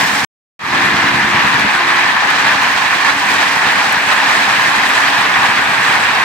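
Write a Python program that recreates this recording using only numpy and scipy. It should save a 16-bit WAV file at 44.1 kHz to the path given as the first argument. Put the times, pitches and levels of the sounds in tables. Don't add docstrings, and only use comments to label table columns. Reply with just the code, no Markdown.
import sys
import numpy as np
from scipy import signal
from scipy.fft import rfft, irfft, next_fast_len
from scipy.io import wavfile

SR = 44100
rng = np.random.default_rng(int(sys.argv[2]) if len(sys.argv) > 2 else 0)


def wav_record(signal):
    frames = np.transpose(np.atleast_2d(signal))
    bounded = np.clip(frames, -1, 1)
    quanta = np.round(bounded * 32767).astype(np.int16)
    wavfile.write(sys.argv[1], SR, quanta)


N = 275184
CUTOFF_HZ = 15750


def from_db(db):
    return 10 ** (np.asarray(db) / 20)


def rms_one(x):
    return x / np.sqrt(np.mean(x ** 2) + 1e-20)


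def in_time(rows):
    time_s, *columns = np.transpose(rows)
    return [np.interp(np.arange(N) / SR, time_s, column) for column in columns]


def at_hz(points, hz):
    table_hz, values = np.array(points).T
    return np.interp(np.log(hz), np.log(np.maximum(table_hz, 1)), values)


def drift(rate_hz):
    pole = np.exp(-2 * np.pi * rate_hz * 40 / SR)
    white = rng.standard_normal(N // 40 + 2002)
    slow = signal.lfilter([1], [1, -2 * pole, pole * pole], white)[2000:]
    return np.interp(np.arange(N) / 40, np.arange(len(slow)), rms_one(slow))


def sides(pan_db):
    return from_db(np.array([pan_db / 2, -pan_db / 2]))


# from [s], to [s], from [Hz], to [Hz], level [dB]
CHIRP = (1.2, 1.29, 2600, 4000, -28)


def chirp():
    start_s, end_s, start_hz, end_hz, level_db = CHIRP
    along = np.clip((np.arange(N) / SR - start_s) / (end_s - start_s), 0, 1)
    pitch_hz = (start_hz + (end_hz - start_hz) * along) * (1 + 0.0204 * drift(60.0))
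    tone = np.sin(2 * np.pi * np.cumsum(pitch_hz) / SR)
    return from_db(level_db) * np.sqrt(2) * np.sin(np.pi * along) * tone


# (start [s], length [s], level [dB])
HONKS = [(.66, .8, -33.5), (1.708, .36, -34)]
HORN_HZ = (349.0, 438.6)
# (multiple of the fundamental, low horn level [dB], high horn level [dB])
HORN_PARTIALS = [(1, 0, -13), (2, -9, -6), (3, -4, -3), (4, -9, 2), (5, -1, -3), (6, 2, -14)]
HORN_EDGE_S = 0.052


def horn(waver_db):
    t = np.arange(N) / SR
    held = np.zeros(N)
    for start_s, length_s, level_db in HONKS:
        inside_s = np.minimum(t - start_s, start_s + length_s - t)
        held += from_db(level_db) * np.clip(inside_s / HORN_EDGE_S, 0, 1)
    buzz = np.zeros(N)
    for multiple, *levels_db in HORN_PARTIALS:
        for level_db, hz in zip(levels_db, HORN_HZ):
            gain = from_db(level_db + waver_db * drift(5.3))
            buzz += gain * np.sin(2 * np.pi * multiple * hz * t + rng.uniform(0, 2 * np.pi))
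    return np.sqrt(2) * held * buzz


# (time [s], level [dB])
HUM = [(0, -38), (.7, -32.5), (1.0, -30.5), (1.35, -38), (1.66, -29), (1.72, -48), (1.85, -36),
       (2.15, -39.5), (4.0, -36), (6.24, -39)]
HUM_HZ = 280.7


def hum(waver_db):
    tone = np.sqrt(2) * np.sin(2 * np.pi * HUM_HZ * np.arange(N) / SR)
    return from_db(in_time(HUM)[0] + waver_db * drift(8.0)) * tone


# (time [s], cycle rate [Hz])
SPEED = [(0, 9.88), (1.1, 9.89), (1.5, 9.92), (1.9, 9.96), (2.3, 9.95), (2.7, 9.87), (3.1, 9.86),
         (3.5, 9.86), (3.9, 9.835), (4.3, 9.85), (4.7, 9.91), (5.1, 9.9), (5.5, 9.925), (6.24, 9.92)]
# (multiple of the cycle rate, relative level [dB])
ORDERS = [(5, -32), (6, -13.5), (7, -16), (8, -15.5), (9, -6), (10, -29), (11, -13.5), (12, -16.5),
          (13, -3.5), (14, -11), (15, -15.5), (16, -5.5), (17, -18.5), (18, -20.5), (19, -10.5), (20, -9),
          (21, 2), (22, -10.5), (23, -13.5), (24, -25), (25, -5.5), (26, -13.5), (27, -25.5)]
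# (time [s], level [dB])
ENGINE = [(0, -30.5), (.25, -32), (.6, -25), (1.05, -27.5), (1.3, -28.5), (1.66, -26.5), (1.72, -38.5),
          (2.5, -36), (3.2, -35.5), (4.2, -37), (5.2, -34.5), (6.24, -35.5)]
# (frequency [Hz], relative level [dB per Hz])
RUMBLE = [(15, -43.5), (25, -22), (43, -41), (112, -7), (209, -5), (279, -6.5), (328, -10), (400, -10.5),
          (520, -11.5), (880, -120)]
STRONG_FIRING_S, RUMBLE_TO_HZ = 1.1457, 500


def engine(tones_db, rumble_db, diffuse_db, uneven_db, throb):
    angle = 2 * np.pi * np.cumsum(in_time(SPEED)[0]) / SR
    angle = angle - angle[round(STRONG_FIRING_S * SR)]
    load = drift(3.6)
    tones = np.zeros(N)
    for order, level_db in ORDERS:
        tones += from_db(level_db + uneven_db * (load + drift(3.8))) * np.sin(order * angle)
    hz = np.maximum(np.fft.rfftfreq(N, 1 / SR), 1)
    colour = from_db(at_hz(RUMBLE, hz)) * (hz < RUMBLE_TO_HZ)
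    mid, side = rms_one(irfft(rfft(rng.standard_normal((2, N))) * colour, N))
    rumble = from_db(rumble_db) * mid + from_db(diffuse_db) * side * [[1], [-1]]
    rumble = rumble * (1 + np.clip(throb, 0, 1) * np.cos(angle - 0.4))
    return from_db(in_time(ENGINE)[0]) * (from_db(tones_db) * rms_one(tones) + rumble)


# (time [s], nominal level [dB], left-right [dB])
TICKS = [(1.0285, -28, 6.5), (1.5408, -23, 8), (1.5942, -19, 7.0), (2.3021, -17, -6), (3.924, -12, 7),
         (4.132, -21, 9), (4.2906, -27, 1), (4.3988, -26, 8.5), (4.6722, -27, -14), (4.8894, -17, 14),
         (5.8874, -28, 11), (5.9972, -36, 5)]
# (time [s], nominal level [dB], left-right [dB], ring frequency [Hz])
TAPS = [(1.542, -12, -3.5, 2960), (2.5444, -9, -4.0, 3250), (3.1, -4.5, -8, 4020), (4.1659, -6, 0, 3300),
        (4.6025, -6, -1, 3030), (5.034, -1.5, -1.5, 3200), (5.135, -9, -0.5, 3260),
        (5.3394, -4, -2.5, 3400), (5.6544, -6, -3.5, 3550)]


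def hailstones():
    length = 2000
    out, t = np.zeros((2, N + length)), np.arange(length) / SR
    bright = signal.butter(1, [6000, 13500], "band", fs=SR, output="sos")
    contact = 3.4 * (np.arange(length) == 75)
    for time_s, level_db, pan_db in TICKS:
        splash = .35 * rng.standard_normal((2, length)) * from_db(-60 * t / .025)
        burst = signal.sosfilt(bright, contact + splash)
        start = round(time_s * SR)
        out[:, start:start + length] += from_db(level_db) * sides(pan_db)[:, None] * burst
    for time_s, level_db, pan_db, hz in TAPS:
        body = signal.butter(1, [hz * 1.06, hz * 1.07], "band", fs=SR, output="sos")
        burst = signal.sosfilt(body, rng.standard_normal(length) * from_db(-60 * t / 0.038))
        ring = 0.2 * np.sin(2 * np.pi * hz * t) * from_db(-60 * t / 0.085)
        start = round(time_s * SR)
        out[:, start:start + length] += from_db(level_db) * sides(pan_db)[:, None] * (1.2 * burst + ring)
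    return out[:, :N]


# (time [s], level [dB])
DOWNPOUR = [(0, -16), (.25, -17), (.6, -12), (.79, -14), (.85, -14), (1.24, -14.5), (1.36, -13.5),
            (2.22, -13), (2.26, -13), (2.3, -13), (2.6, -12.5), (2.7, -15), (3.1, -13.5), (3.13, -16),
            (3.25, -15), (3.31, -13), (3.37, -13.5), (4.02, -14), (4.08, -13.5), (4.13, -13.5), (5.8, -13),
            (6.24, -13)]
# (frequency [Hz], relative level [dB per Hz])
LEFT_RAIN = [(330, -15), (560, -16.5), (850, -4), (1050, -2.5), (1350, -5.5), (1750, 1), (2150, -6),
             (2500, -6.5), (2950, -12), (6800, -23.5), (8300, -21.5), (8900, -29.5), (11500, -29.5),
             (15000, -38.5)]
RIGHT_RAIN = [(330, -16), (560, -14), (850, -3), (1050, -2), (1350, -5.5), (1750, 1), (2150, -6),
              (2500, -5.5), (2950, -9), (4100, -11.5), (6800, -20), (8300, -28.5), (8900, -33.5),
              (15000, -40)]


def patter(per_s, cycles, patter_db):
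    sizes = from_db(4.0 * np.minimum(rng.exponential(1, N), 4)) * rng.choice([-1, 1], N)
    sizes = sizes * (rng.random(N) < per_s / SR)
    left_share, dealt = rng.random(N), rng.integers(0, 24, N)
    stones = sizes * np.sqrt([left_share, 1 - left_share])
    out = np.zeros((2, N))
    for k, hz in enumerate(np.geomspace(700, 6000, 24)):
        pole, w = from_db(-60 * hz / (cycles * SR)), 2 * np.pi * hz / SR
        struck = stones * (dealt == k) + 1e-18
        rings = signal.lfilter([0, np.sin(w)], [1, -2 * pole * np.cos(w), pole * pole], struck)
        colour = from_db([[at_hz(LEFT_RAIN, hz)], [at_hz(RIGHT_RAIN, hz)]])
        out += rings * np.sqrt(hz / 1000) * colour
    return from_db(in_time(DOWNPOUR)[0] + patter_db) * rms_one(out)


def impacts(per_s, spread_db, far_share):
    sizes = from_db(spread_db * np.minimum(rng.exponential(1, (2, N)), 5)) * rng.choice([-1, 1], (2, N))
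    near = rms_one(sizes * (rng.random((2, N)) < per_s / SR))
    far_share = np.clip(far_share, 0, 1)
    return np.sqrt(far_share) * rng.standard_normal((2, N)) + np.sqrt(1 - far_share) * near


# (frequency [Hz], left-right likeness [-1 to 1])
LIKENESS = [(60, 0.91), (110, 0.92), (200, 0.99), (380, 0.58), (700, 0.78), (1290, 0.25), (2380, 0.5),
            (4400, 0.43), (8120, -0.12), (15000, -0.17)]
# (frequency [Hz], width [Hz], boost [dB])
DOORWAY = [(1070, 160, 1), (1820, 790, -0.5), (2410, 220, 1.5)]
# (time [s], level [dB])
TREBLE = [(0, 7.5), (.25, 6), (.6, 0), (.76, -2), (2.2, -2.5), (2.5, -1), (3.05, 0.5), (3.35, 2.5),
          (3.7, 0.7), (4.3, 1.5), (5.0, 0.7), (5.6, -1.7), (5.95, 0.5), (6.1, -1), (6.24, -2)]
# (time [s], treble left-right [dB], roar left-right [dB])
TURN = [(0, 0.5, .1), (.25, .1, .1), (.6, 0.5, 0.5), (2.1, -0.5, 1.2), (2.7, -1, 0.5), (2.95, -.5, -2),
        (3.4, 1.7, -0.2), (4.3, 1.5, -0.3), (5.2, 1.8, -.1), (6.24, 2.3, -0.5)]
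# (from [Hz], usual level [dB],
# share of downpour swing [ratio], share of treble swing [ratio], share of turn [ratio])
ZONES = [(2747, -24, 1, .25, 0.26), (4930, -32.5, 0.36, 0.68, 1.8), (8550, -41.5, .3, 0.77, 0.53)]
LEFT_LEAD_S, ROAR_FROM_HZ = .00006, 600
LOW_ROAR_TO_HZ, LOW_ROAR_TREBLE_SHARE = 750, .35


def rain(gust_db, flicker_db, treble_flicker_db, sway_db):
    size = next_fast_len(N)
    hz = np.maximum(np.fft.rfftfreq(size, 1 / SR), 1)
    common, apart = rfft(impacts(per_s=2500, spread_db=4.0, far_share=0.82), size)
    alike = np.clip(at_hz(LIKENESS, hz), -1, 1)
    left = np.sqrt(1 + alike) * common + np.sqrt(1 - alike) * apart
    left = left * np.exp(2j * np.pi * hz * LEFT_LEAD_S)
    right = np.sqrt(1 + alike) * common - np.sqrt(1 - alike) * apart
    thin = hz ** 2 / (hz ** 2 + 183.0 ** 2)
    recess_db = sum(db / (1 + (2 * (hz - top_hz) / width_hz) ** 2) for top_hz, width_hz, db in DOORWAY)
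    pair = np.array([left * from_db(at_hz(LEFT_RAIN, hz)), right * from_db(at_hz(RIGHT_RAIN, hz))])
    pair = pair * thin * from_db(recess_db)

    (roar,), (treble,), (turn, roar_turn) = in_time(DOWNPOUR), in_time(TREBLE), in_time(TURN)
    edges_hz = [ROAR_FROM_HZ] + [zone[0] for zone in ZONES] + [CUTOFF_HZ]
    levels_db, leans_db = [roar], [roar_turn]
    for _, usual_db, pour_share, treble_share, turn_share in ZONES:
        levels_db.append(usual_db + pour_share * (roar - roar.mean()) + treble_share * treble)
        leans_db.append(turn_share * turn)
    gains = []
    for level_db, lean_db, low_hz, high_hz in zip(levels_db, leans_db, edges_hz, edges_hz[1:]):
        in_zone = irfft(pair.mean(axis=0) * (hz > low_hz) * (hz < high_hz), size)
        zone_rms = np.sqrt(np.mean(in_zone ** 2))
        gains.append(from_db(level_db) / zone_rms * sides(lean_db + sway_db * drift(3.7)))

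    out, neighbour, gust = np.zeros((2, N)), drift(6.0), drift(10.7)
    for step in range(-12, 10):
        centre_hz = 1000 * 2 ** (step / 2)
        window = np.clip(1 - 2 * np.abs(np.log2(hz / centre_hz)), 0, 1)
        band = irfft(pair * window, size)[:, :N]
        zone = sum(centre_hz > row[0] for row in ZONES)
        shared = drift(10.2)
        band_flicker_db = treble_flicker_db if zone else flicker_db
        swing_db = gust_db * gust + band_flicker_db * (neighbour + shared + 1.65 * drift(36.0))
        if centre_hz < LOW_ROAR_TO_HZ:
            swing_db = swing_db + LOW_ROAR_TREBLE_SHARE * treble
        out += band * gains[zone] * from_db(swing_db)
        neighbour = shared
    return out


def scene():
    machines = engine(tones_db=-1.5, rumble_db=-1.5, diffuse_db=-13.0, uneven_db=1.4, throb=0.25)
    machines = machines + hum(waver_db=2.0) + horn(waver_db=1.5)
    downpour = rain(gust_db=0.74, flicker_db=.5, treble_flicker_db=0.5, sway_db=0.5)
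    downpour = downpour + patter(per_s=400.0, cycles=69.0, patter_db=-11.0)
    return downpour + hailstones() + chirp() + sides(-1.7)[:, None] * machines


MUTE_S, UNMUTE_S, FADE_IN_S = .249, .592, 0.19


def record(dry):
    t = np.arange(N) / SR
    before = np.clip((MUTE_S - t) / .001, 0, 1)
    after = np.clip((t - UNMUTE_S) / FADE_IN_S + 0.054, 0, 1) * (t > UNMUTE_S)
    dry = signal.sosfilt(signal.butter(2, 40, "high", fs=SR, output="sos"), dry)
    clipped = np.clip(dry, -.97, .97)
    top_cut = signal.ellip(12, .3, 75, CUTOFF_HZ, fs=SR, output="sos")
    return signal.sosfilt(top_cut, (before + after) * clipped)


dry = scene()
out = record(dry)
wav_record(out)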